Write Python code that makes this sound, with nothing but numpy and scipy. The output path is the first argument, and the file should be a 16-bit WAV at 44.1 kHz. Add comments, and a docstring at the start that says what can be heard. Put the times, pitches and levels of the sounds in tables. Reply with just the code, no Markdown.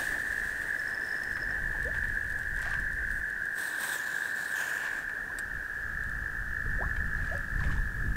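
"""A chorus of toads trills across a lake while gusts rumble on the microphone.
Pulsed tones form the trills and shaped noise the wind; something small chitters in tiny high tones.
Dry grass ticks in noise bursts; water plops as gliding tones and splashes as shaped noise.
Cloth rustles close by as noise through moving resonances, followed by one sharp, ringing click."""
import sys
import numpy as np
from scipy import signal
from scipy.fft import rfft, irfft, next_fast_len
from scipy.io import wavfile
from scipy.ndimage import uniform_filter1d

SR = 44100
rng = np.random.default_rng(int(sys.argv[2]) if len(sys.argv) > 2 else 0)


def int16_out(signal):
    """Quantize to a 16-bit WAV file."""
    q = np.round(np.clip(np.atleast_2d(signal).T, -1, 1) * 32767)
    wavfile.write(sys.argv[1], SR, q.astype(np.int16))


N = 359855
T = np.arange(N) / SR  # time in seconds

# The nearer toads. Each row: start in seconds, end in seconds, pitch in Hz, pulses a second,
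# relative level in dB.
NEAR_TOADS = [(-4, 5.26, 1570, 53.4, -8), (-2, 1.05, 1650, 62, -3), (2, 3.63, 1870, 47.5, -5),
              (1.1, 5.4, 1715, 50.2, -6.5), (1.5, 4.85, 1646, 44.5, -1), (3.5, 9, 1488, 51.7, -13),
              (5, 9, 1365, 47.6, -14.5), (4.5, 9, 1754, 52.1, -3.5)]
# The nearest toad, whose rate and pitch drift. Each row: time in seconds, pulses a second,
# pitch in Hz, relative level in dB.
NEAREST_TOAD = [(0, 54.9, 1770, 1), (1.4, 54.9, 1760, 2), (2.4, 53.2, 1720, 5), (3.4, 55.0, 1710, 1),
                (4.8, 55.0, 1715, 3), (6.5, 55.1, 1715, 1), (7.3, 54.3, 1715, 1.5), (8.16, 52.5, 1705, 0)]
# The far crowd. Each row: time in seconds, central pitch in Hz, relative level in dB.
FAR_CROWD = [(0, 1770, 2), (2.5, 1694, 3.5), (4.6, 1683, 5), (5.4, 1672, 3), (8.16, 1678, -4.5)]
# Radiation of the vocal sacs. Each row: frequency in Hz, relative level in dB.
SAC_RADIATION = [(900, -28), (1250, 2.5), (1500, -1.5), (1820, 0.5), (1950, -3.5), (2100, 6), (2600, -34)]
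# The whole chorus, softer once several toads fall silent. Each row: time in seconds, mean level in dB.
CHORUS_LEVEL = [(0, -33.5), (4.6, -33.7), (5.35, -37), (7.1, -36), (8.16, -39)]

# Gusts on the microphone. Each row: start in seconds, time held in seconds, level in dB.
GUSTS = [(0, 0.52, -47.5), (.7, .5, -55), (1.33, .2, -43.5), (1.62, 1.536, -39), (4.95, 0.34, -55.5),
         (5.46, .17, -44.5), (5.92, 0.83, -38.5), (6.68, 0.68, -33.5), (7.58, 0.15, -29), (8.05, .11, -29)]
GUST_RISE_S, GUST_FALL_S, LULL_DB = 0.1, 0.15, -70.5
# Spectrum of gust rumble. Each row: frequency in Hz, relative density in dB per Hz.
RUMBLE_SPECTRUM = [(12, -3.5), (30, 1), (60, -3), (100, -9), (160, -15.5), (250, -24.5), (400, -36),
                   (900, -63), (3000, -100)]
# Spectrum of still air over the lake. Each row: frequency in Hz, relative density in dB per Hz.
AIR_SPECTRUM = [(20, -23), (100, 5), (300, 4.5), (700, -0.5), (1200, -1), (2400, -8.5), (4000, -13.5),
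                (6500, -13.5), (8500, -16), (11000, -16), (15500, -17.5)]
AIR_DB = -53
# The breeze dies down, with one revival. Each row: time in seconds, sough in the trees in dB,
# hiss in dry grass in dB, both before flutter.
BREEZE = [(0, -43, -43), (.2, -50, -50), (1, -51, -56), (1.5, -50.5, -61.5), (2.2, -55.5, -59.5),
          (3.3, -57.5, -63.5), (5.25, -52.5, -68), (6, -59.5, -71), (8.16, -62, -67)]
# Spectrum of the sough in the trees. Each row: frequency in Hz, relative density in dB per Hz.
TREE_SPECTRUM = [(20, -16), (60, -7), (250, 0), (500, 1), (750, -1), (1050, -2.5), (1400, -1.5),
                 (2300, -10), (5000, -31)]
# Spectrum of the hiss in dry grass. Each row: frequency in Hz, relative density in dB per Hz.
GRASS_SPECTRUM = [(1000, -3), (2300, 2), (3400, 1), (5000, -2), (7000, -1), (8800, 3), (10500, -6.5),
                  (15000, -5.5)]

# Accented chips of the small chitter. 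Each row: time in seconds, relative peak in dB.
CHIPS = [(0.794, -36), (0.8779, -37), (0.9453, -35.5), (1.0465, -41), (1.09, -38), (1.1154, -40),
         (1.1263, -41), (1.166, -41), (1.2331, -38), (1.3573, -40), (1.418, -41), (1.429, -36),
         (1.508, -39)]
# A quick uneven patter among the chips swells and fades in one arch.
PATTER_START_S, PATTER_LENGTH_S, PATTER_PER_S, PATTER_DB = 0.63, 1, 96, -51

# Louder ticks of dry stalks. Each row: time in seconds, relative level in dB.
TICKS = [(1.235, -40.5), (2.15, -47), (2.2994, -46), (2.572, -45), (2.616, -44), (3.115, -45),
         (3.3014, -47), (3.455, -43), (6.036, -47), (6.095, -46), (7.378, -46)]
# Spectrum of a tick. Each row: frequency in Hz, relative density in dB per Hz.
TICK_SPECTRUM = [(1500, -16), (3500, -3), (6000, -7.5), (8800, 1), (11000, -10), (15500, -12.5)]
# Weaker ticks fall at random while the grass is pressed down.
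CRUSH_START_S, CRUSH_END_S, CRUSH_DB = 1.8, 3.1, -45.5

# Louder splashes. Each row: time in seconds, relative level in dB.
SPLASHES = [(1.366, -35), (1.8138, -37), (1.9455, -34), (2.036, -34.5), (2.0921, -42), (2.2438, -40),
            (2.591, -44), (2.6553, -32.5), (2.734, -33.5), (5.093, -37), (6.962, -35), (7.639, -37),
            (7.7123, -38.5)]
SPLASH_T60_S = 0.054
# Spectrum of splash spray. Each row: frequency in Hz, relative density in dB per Hz.
SPRAY_SPECTRUM = [(200, -17), (600, 0), (1200, 7.5), (2400, 4.5), (3800, -8.5), (6000, -18), (9000, -19),
                  (15000, -32)]
# Air bubbles at the bank. Each row: time in seconds, peak in dB, starting pitch in Hz,
# pitch rise in octaves a second (negative falls), length in seconds.
BUBBLES = [(1.42, -44.5, 540, 20, 0.018), (1.506, -48, 648, 10.5, .031), (1.574, -47, 773, 11, 0.018),
           (1.744, -41, 907, -10, .017), (1.851, -36.5, 440, 13, 0.053), (2.661, -41, 626, 33, .012),
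           (2.663, -43, 1070, 14, 0.011), (2.71, -41, 1190, 2, 0.018), (5.297, -45.5, 986, 7, .02),
           (6.66, -43, 402, 22, .014), (6.785, -42.5, 553, -6.5, 0.032), (6.802, -42, 351, 8, 0.03),
           (6.803, -35.5, 540, 31.5, 0.049), (6.83, -42, 555, 37, 0.017), (6.839, -41, 1030, 8, 0.023),
           (7.313, -36.5, 585, 13, 0.033), (7.343, -39, 552, 2, 0.04), (7.607, -40, 1210, -34, 0.014),
           (7.697, -45, 1050, 17, 0.022)]
# Water stirred at the bank. Each row: time of the crest in seconds, level in dB before spatter,
# half length (the standard deviation of the swell) in seconds.
SLOSHES = [(1.58, -66, .1), (1.93, -58, 0.086), (2.692, -49.5, 0.073), (6.803, -66, .1),
           (7.271, -53.5, 0.086), (7.685, -50.5, 0.07)]
# Spectrum of a slosh. Each row: frequency in Hz, relative density in dB per Hz.
SLOSH_SPECTRUM = [(250, -17), (700, 7), (1250, 12), (2400, 6.5), (3800, -1.5), (6000, -3.5), (8500, -6.5),
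                  (11000, -17), (15000, -22)]
# Each slosh frees small bubbles of chance size; their length is a number of starting-pitch cycles.
FIZZ_LOW_HZ, FIZZ_HIGH_HZ, FIZZ_OVER_DB = 502, 5000, 3.5
FIZZ_CYCLES, FIZZ_OCTAVES_PER_S = 12, 10.6

# Strokes of cloth on cloth. Each row: start in seconds, time held in seconds,
# relative level of the dull rub in dB, relative level of the bright swish in dB.
STROKES = [(3.11, 0.079, -68, -59.5), (3.59, 0.074, -50.5, -46), (3.68, .36, -52.5, -53),
           (3.81, 0.14, -46.5, -43), (4.07, 0.23, -51.5, -51.5), (4.36, 0.18, -53, -51),
           (4.571, .07, -46, -46), (4.68, 0.085, -48.5, -49.5), (4.8, 0.19, -51, -56.5),
           (4.86, 0.0056, -45, -66)]
STROKE_RISE_S, STROKE_FALL_S = 0.027, 0.047
# Spectrum of the dull rub. Each row: frequency in Hz, relative density in dB per Hz.
RUB_SPECTRUM = [(30, -24), (100, -13), (400, -2.5), (1000, 7), (2200, 0), (3000, -6), (3900, -7.5),
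                (4700, -10), (7000, -12), (15000, -49)]
# Spectrum of the bright swish. Each row: frequency in Hz, relative density in dB per Hz.
SWISH_SPECTRUM = [(2000, -14), (4500, -10), (5400, -3), (6500, -4.5), (7500, -4.5), (9100, 1.5),
                  (10300, -7), (12000, -4.5), (14000, -3), (16000, -6)]
# Two resonances of the folds, lower by the end. Each row: time in seconds,
# low resonance in Hz, high resonance in Hz, both before random shift.
FOLDS = [(3.6, 3640, 8200), (3.88, 3800, 8200), (4.0, 3560, 7040), (4.45, 3860, 7520), (4.68, 2650, 6850),
         (5.05, 2250, 7400)]

# The sharp click. Each row: time in seconds, relative level in dB.
CLICKS = [(5.3858, -33.5)]
# Spectrum of its snap. Each row: frequency in Hz, relative density in dB per Hz.
SNAP_SPECTRUM = [(500, 3), (2500, -1), (3500, -6), (4900, 1.5), (6300, -11), (8300, 4), (10000, -6),
                 (15500, -9)]
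# Modes of its ring. Each row: frequency in Hz, relative level in dB, 60 dB decay time in seconds.
RING_MODES = [(4830, -10, .03), (7390, -11, 0.068), (8100, -12, .04), (8760, -6, .04)]

EDGE_HZ = 15750  # upper edge of the audible band


def amp(db):
    """Logarithmic level: 20 dB is a factor of ten in amplitude."""
    return 10 ** (np.asarray(db) / 20)


def evened(x):
    """Power normalization: scales a signal to rms 1."""
    return x / np.sqrt(np.mean(x ** 2) + 1e-20)


def follow(rows):
    """Linear interpolation: gives each column of a time table at every sample."""
    times, *columns = np.transpose(rows)
    return [np.interp(T, times, column) for column in columns]


def colour(x, points):
    """Linear filtering: weights the spectrum by dB points joined along log frequency."""
    point_hz, db = np.transpose(points)
    hz = np.fft.rfftfreq(len(x), 1 / SR)
    gain = amp(np.interp(np.log(hz + 1), np.log(point_hz + 1), db))
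    return irfft(rfft(x) * gain, len(x))


def noise(points):
    """Coloured noise: white noise filtered to a given spectrum and scaled to rms 1."""
    white = rng.standard_normal(next_fast_len(N))
    return evened(colour(white, points))[:N]


def wander(rate):
    """Random modulation: straight lines join chance values, rate of them a second, at rms 1."""
    knots = rng.standard_normal(4096)
    return evened(np.interp(T * rate, np.arange(len(knots)), knots))


def add(mix, s, sound):
    """Superposition: adds a sound in place at time s, cut off at the end of the mix."""
    part = mix[max(round(s * SR), 0):][:len(sound)]
    part += sound[:len(part)]


def echoes(x, t60, delay):
    """Scattering from water, banks and trees: sparse taps of random sign die away after a delay."""
    t = np.arange(SR) / SR
    sparse = rng.random(SR) < 2000 / SR  # about 2000 taps a second
    decay = amp(-60 * t / t60)
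    taps = rng.standard_normal(SR) * sparse * (t > delay) * decay
    return signal.oaconvolve(x, taps / np.linalg.norm(taps))[:N]


def swells(rows, rise, fall):
    """Addition of powers: the joint gain of events that each build up, hold and die away."""
    power = 0
    for start, held, db in rows:
        before = np.maximum(start - T, 0)
        after = np.maximum(T - start - held, 0)
        power = power + (amp(db) * np.exp(-before / rise - after / fall)) ** 2
    return np.sqrt(power)


def burst(source, s, t60, rise):
    """Impulsive excitation: a piece of noise rises fast and decays exponentially."""
    part = source[round(s * SR):][:SR // 2]
    t = np.arange(len(part)) / SR
    return part * (1 - np.exp(-t / rise)) * amp(-60 * t / t60)


def trill(rate, hz, rise=0.0021, fall=0.0027, glide_hz=80, flutter_db=2.0, waver_hz=18):
    """Amplitude modulation: one toad's train of tones that each swell, sink in pitch and fade."""
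    turns = np.cumsum(rate * (1 + .004 * wander(3))) / SR + rng.random()
    cycle = turns % 1
    age = (cycle - .4) / rate  # seconds from the crest of the pulse
    # no two pulses are alike
    phase, size, detune = rng.standard_normal((1024, 3))[turns.astype(int)].T
    skewed = np.exp(-.5 * (age / np.where(age < 0, rise, fall)) ** 2)
    swell = skewed * np.sin(np.pi * cycle) ** .5
    steady_cycles = (hz + waver_hz * detune) * age
    sinking_cycles = .5 * glide_hz * age ** 2 / fall
    tone = np.sin(2 * np.pi * (steady_cycles - sinking_cycles + .3 * phase))
    return evened(swell * tone * amp(flutter_db * np.minimum(size, 1.6)))


def chorus(spread_hz=120, ebb_db=0.73, count=8):
    """Superposition of callers: near toads and a far crowd overlap and ring over the lake."""
    rate, hz, db = follow(NEAREST_TOAD)
    near = amp(db) * trill(rate, hz)
    for start, end, hz, rate, db in NEAR_TOADS:
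        calling = np.clip(np.minimum(T - start, end - T) / 0.5, 0, 1)
        near += amp(db) * calling * trill(rate, hz)
    near = near + amp(-9) * echoes(near, t60=.45, delay=.004)

    hz, crowd_db = follow(FAR_CROWD)
    offsets = np.linspace(-1, 1, count)
    far = evened(sum(trill(rng.uniform(40, 57), hz + spread_hz * k) for k in offsets))
    far = amp(crowd_db) * evened(far + amp(-3) * echoes(far, t60=0.72, delay=0.018))

    voices = colour(near + far, SAC_RADIATION)
    # level the joint power over about 0.2 s, then let all voices swell and ebb as one
    steady = voices / np.sqrt(uniform_filter1d(voices ** 2, size=9000) + 1e-12)
    return amp(follow(CHORUS_LEVEL)[0] + ebb_db * wander(7)) * steady


def wind(lumps_db=1.5):
    """Turbulent pressure: lumpy gusts at the microphone over still air and a breeze in trees and grass."""
    force = np.hypot(swells(GUSTS, GUST_RISE_S, GUST_FALL_S), amp(LULL_DB))
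    rumble = force * evened(noise(RUMBLE_SPECTRUM) * amp(lumps_db * wander(16)))
    sough_db, hiss_db = follow(BREEZE)
    sough = amp(sough_db + 1.7 * wander(20)) * noise(TREE_SPECTRUM)
    hiss = amp(hiss_db + 1.2 * wander(40)) * noise(GRASS_SPECTRUM)
    return rumble + sough + hiss + amp(AIR_DB) * noise(AIR_SPECTRUM)


def chitter(chip_db=-3, chip_hz=5250, chip_width=0.0021, wet_db=-10, spread_db=4, jitter=.3, detune_hz=60):
    """Repeated tone bursts: something small runs through tiny high tones, a few of them accented."""
    out, t = np.zeros(N), np.arange(SR // 60) / SR
    late, size, detune = rng.standard_normal((256, 3)).T
    chips = [(s, amp(db + chip_db)) for s, db in CHIPS]
    pulses = PATTER_LENGTH_S * PATTER_PER_S
    for k in range(int(pulses)):
        s = PATTER_START_S + (k + jitter * late[k]) / PATTER_PER_S
        arch = np.sin(np.pi * k / pulses)
        chips.append((s, amp(PATTER_DB + spread_db * min(size[k], 1.5)) * arch))
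    age = (t / chip_width) ** 2
    swell = age * np.exp(1 - age)  # peaks at 1 after chip_width seconds
    for (s, gain), off in zip(chips, detune):
        add(out, s, gain * swell * np.sin(2 * np.pi * (chip_hz + detune_hz * off) * t))
    return out + amp(wet_db) * echoes(out, t60=0.24, delay=.003)


def grass(tick_db=1, spread_db=2, count=14):
    """Impulsive radiation: dry stalks tick in a few clear snaps among weaker chance ones."""
    ticks, crackle = np.zeros(N), noise(TICK_SPECTRUM)
    weak = []
    for when, size in rng.random((count, 2)):
        s = CRUSH_START_S + (CRUSH_END_S - CRUSH_START_S) * when
        weak.append((s, CRUSH_DB + spread_db * (2 * size - 1)))
    for s, db in TICKS + weak:
        add(ticks, s, amp(db + tick_db) * burst(crackle, s, t60=0.016, rise=0.00028))
    return ticks


def bubble(db, hz, glide, length):
    """Oscillation of trapped air: a short tone swells quickly, glides in pitch and fades."""
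    t = np.arange(0, length, 1 / SR)
    tone = np.sin(2 * np.pi * np.cumsum(hz * 2 ** (glide * t)) / SR)
    swell = np.sqrt(abs(np.sin(np.pi * (t / length) ** 0.58)))
    return amp(db) * swell * tone


def water(splash_db=-4, bubble_wet_db=-12, splash_wet_db=-8, spatter_db=4, fizz_spread_db=8, count=22):
    """Bubble resonance and spray: bubbles glide as they reach the surface; stirred water hisses around them."""
    plops = np.zeros(N)
    for s, *shape in BUBBLES:
        add(plops, s, bubble(*shape))

    spatter = evened(amp(spatter_db * wander(300)))  # the clumped fall of droplets
    stirring = sum(amp(db) * np.exp(-.5 * ((T - s) / half) ** 2) for s, db, half in SLOSHES)
    splashes = stirring * spatter * noise(SLOSH_SPECTRUM)
    spray = spatter * noise(SPRAY_SPECTRUM)
    for s, db in SPLASHES:
        add(splashes, s, amp(db + splash_db) * burst(spray, s, SPLASH_T60_S, rise=0.00021))

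    for s, db, half in SLOSHES:
        for when, small, weak in rng.random((count, 3)):
            hz = FIZZ_LOW_HZ * (FIZZ_HIGH_HZ / FIZZ_LOW_HZ) ** small
            fizz_db = db + FIZZ_OVER_DB - fizz_spread_db * weak
            fizz = bubble(fizz_db, hz, FIZZ_OCTAVES_PER_S, FIZZ_CYCLES / hz)
            add(plops, s + 1.5 * half * (2 * when - 1), fizz)
    sent = amp(bubble_wet_db) * plops + amp(splash_wet_db) * splashes
    return plops + splashes + echoes(sent, t60=0.29, delay=0.0051)


def resonate(x, hz, width):
    """Heterodyning: shifts the curve hz to zero, smooths twice and shifts back, a moving resonance."""
    turn = np.exp(2j * np.pi * np.cumsum(hz) / SR)
    r = np.exp(-np.pi * width / SR)
    smooth = signal.lfilter([1], [1, -2 * r, r * r], x / turn)
    return (turn * smooth).real


def cloth(rub_db=2, swish_db=-1, low_db=-4, high_db=-4, low_width=1100, high_width=1200,
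          grain_db=1.16, catch_db=0.25, shift=0.039):
    """Sliding friction: fabric strokes fabric, its weave catching unevenly and its folds resonating."""
    start, held, rub_levels, swish_levels = np.transpose(STROKES)
    rub = swells(zip(start, held, rub_levels), STROKE_RISE_S, STROKE_FALL_S)
    swish = swells(zip(start, held, swish_levels), STROKE_RISE_S, STROKE_FALL_S)
    low_hz, high_hz = (hz * (1 + shift * wander(14)) for hz in follow(FOLDS))
    friction = rng.standard_normal(N)
    low_fold = evened(resonate(friction, low_hz, low_width))
    high_fold = evened(resonate(friction, high_hz, high_width))
    dull = amp(rub_db) * noise(RUB_SPECTRUM) + amp(low_db) * low_fold
    bright = amp(swish_db) * noise(SWISH_SPECTRUM) + amp(high_db) * high_fold
    weave = amp(grain_db * wander(220) + catch_db * wander(30))
    return weave * (rub * dull + swish * bright)


def click(snap_db=-1, ring_db=0):
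    """Modal ringing: a small hard catch gives a noise snap and briefly ringing tones."""
    out, t = np.zeros(N), np.arange(SR // 8) / SR
    ring = sum(amp(db - 60 * t / t60) * np.sin(2 * np.pi * hz * t) for hz, db, t60 in RING_MODES)
    for s, db in CLICKS:
        snap = burst(noise(SNAP_SPECTRUM), s, t60=0.046, rise=.0006)
        add(out, s, amp(db + snap_db) * snap)
        add(out, s, amp(db + ring_db) * ring)
    return out


def scene():
    """Superposition: everything heard from the bank, as one channel."""
    mix = chorus() + wind() + chitter() + grass() + water() + cloth() + click()
    return mix[None]


def record(dry):
    """Band limitation: a symmetric low-pass filter removes the range above EDGE_HZ."""
    lowpass = signal.firwin(701, EDGE_HZ, window=("kaiser", 9), fs=SR)
    return signal.oaconvolve(dry, lowpass[None], "same")


dry = scene()
out = record(dry)
int16_out(out)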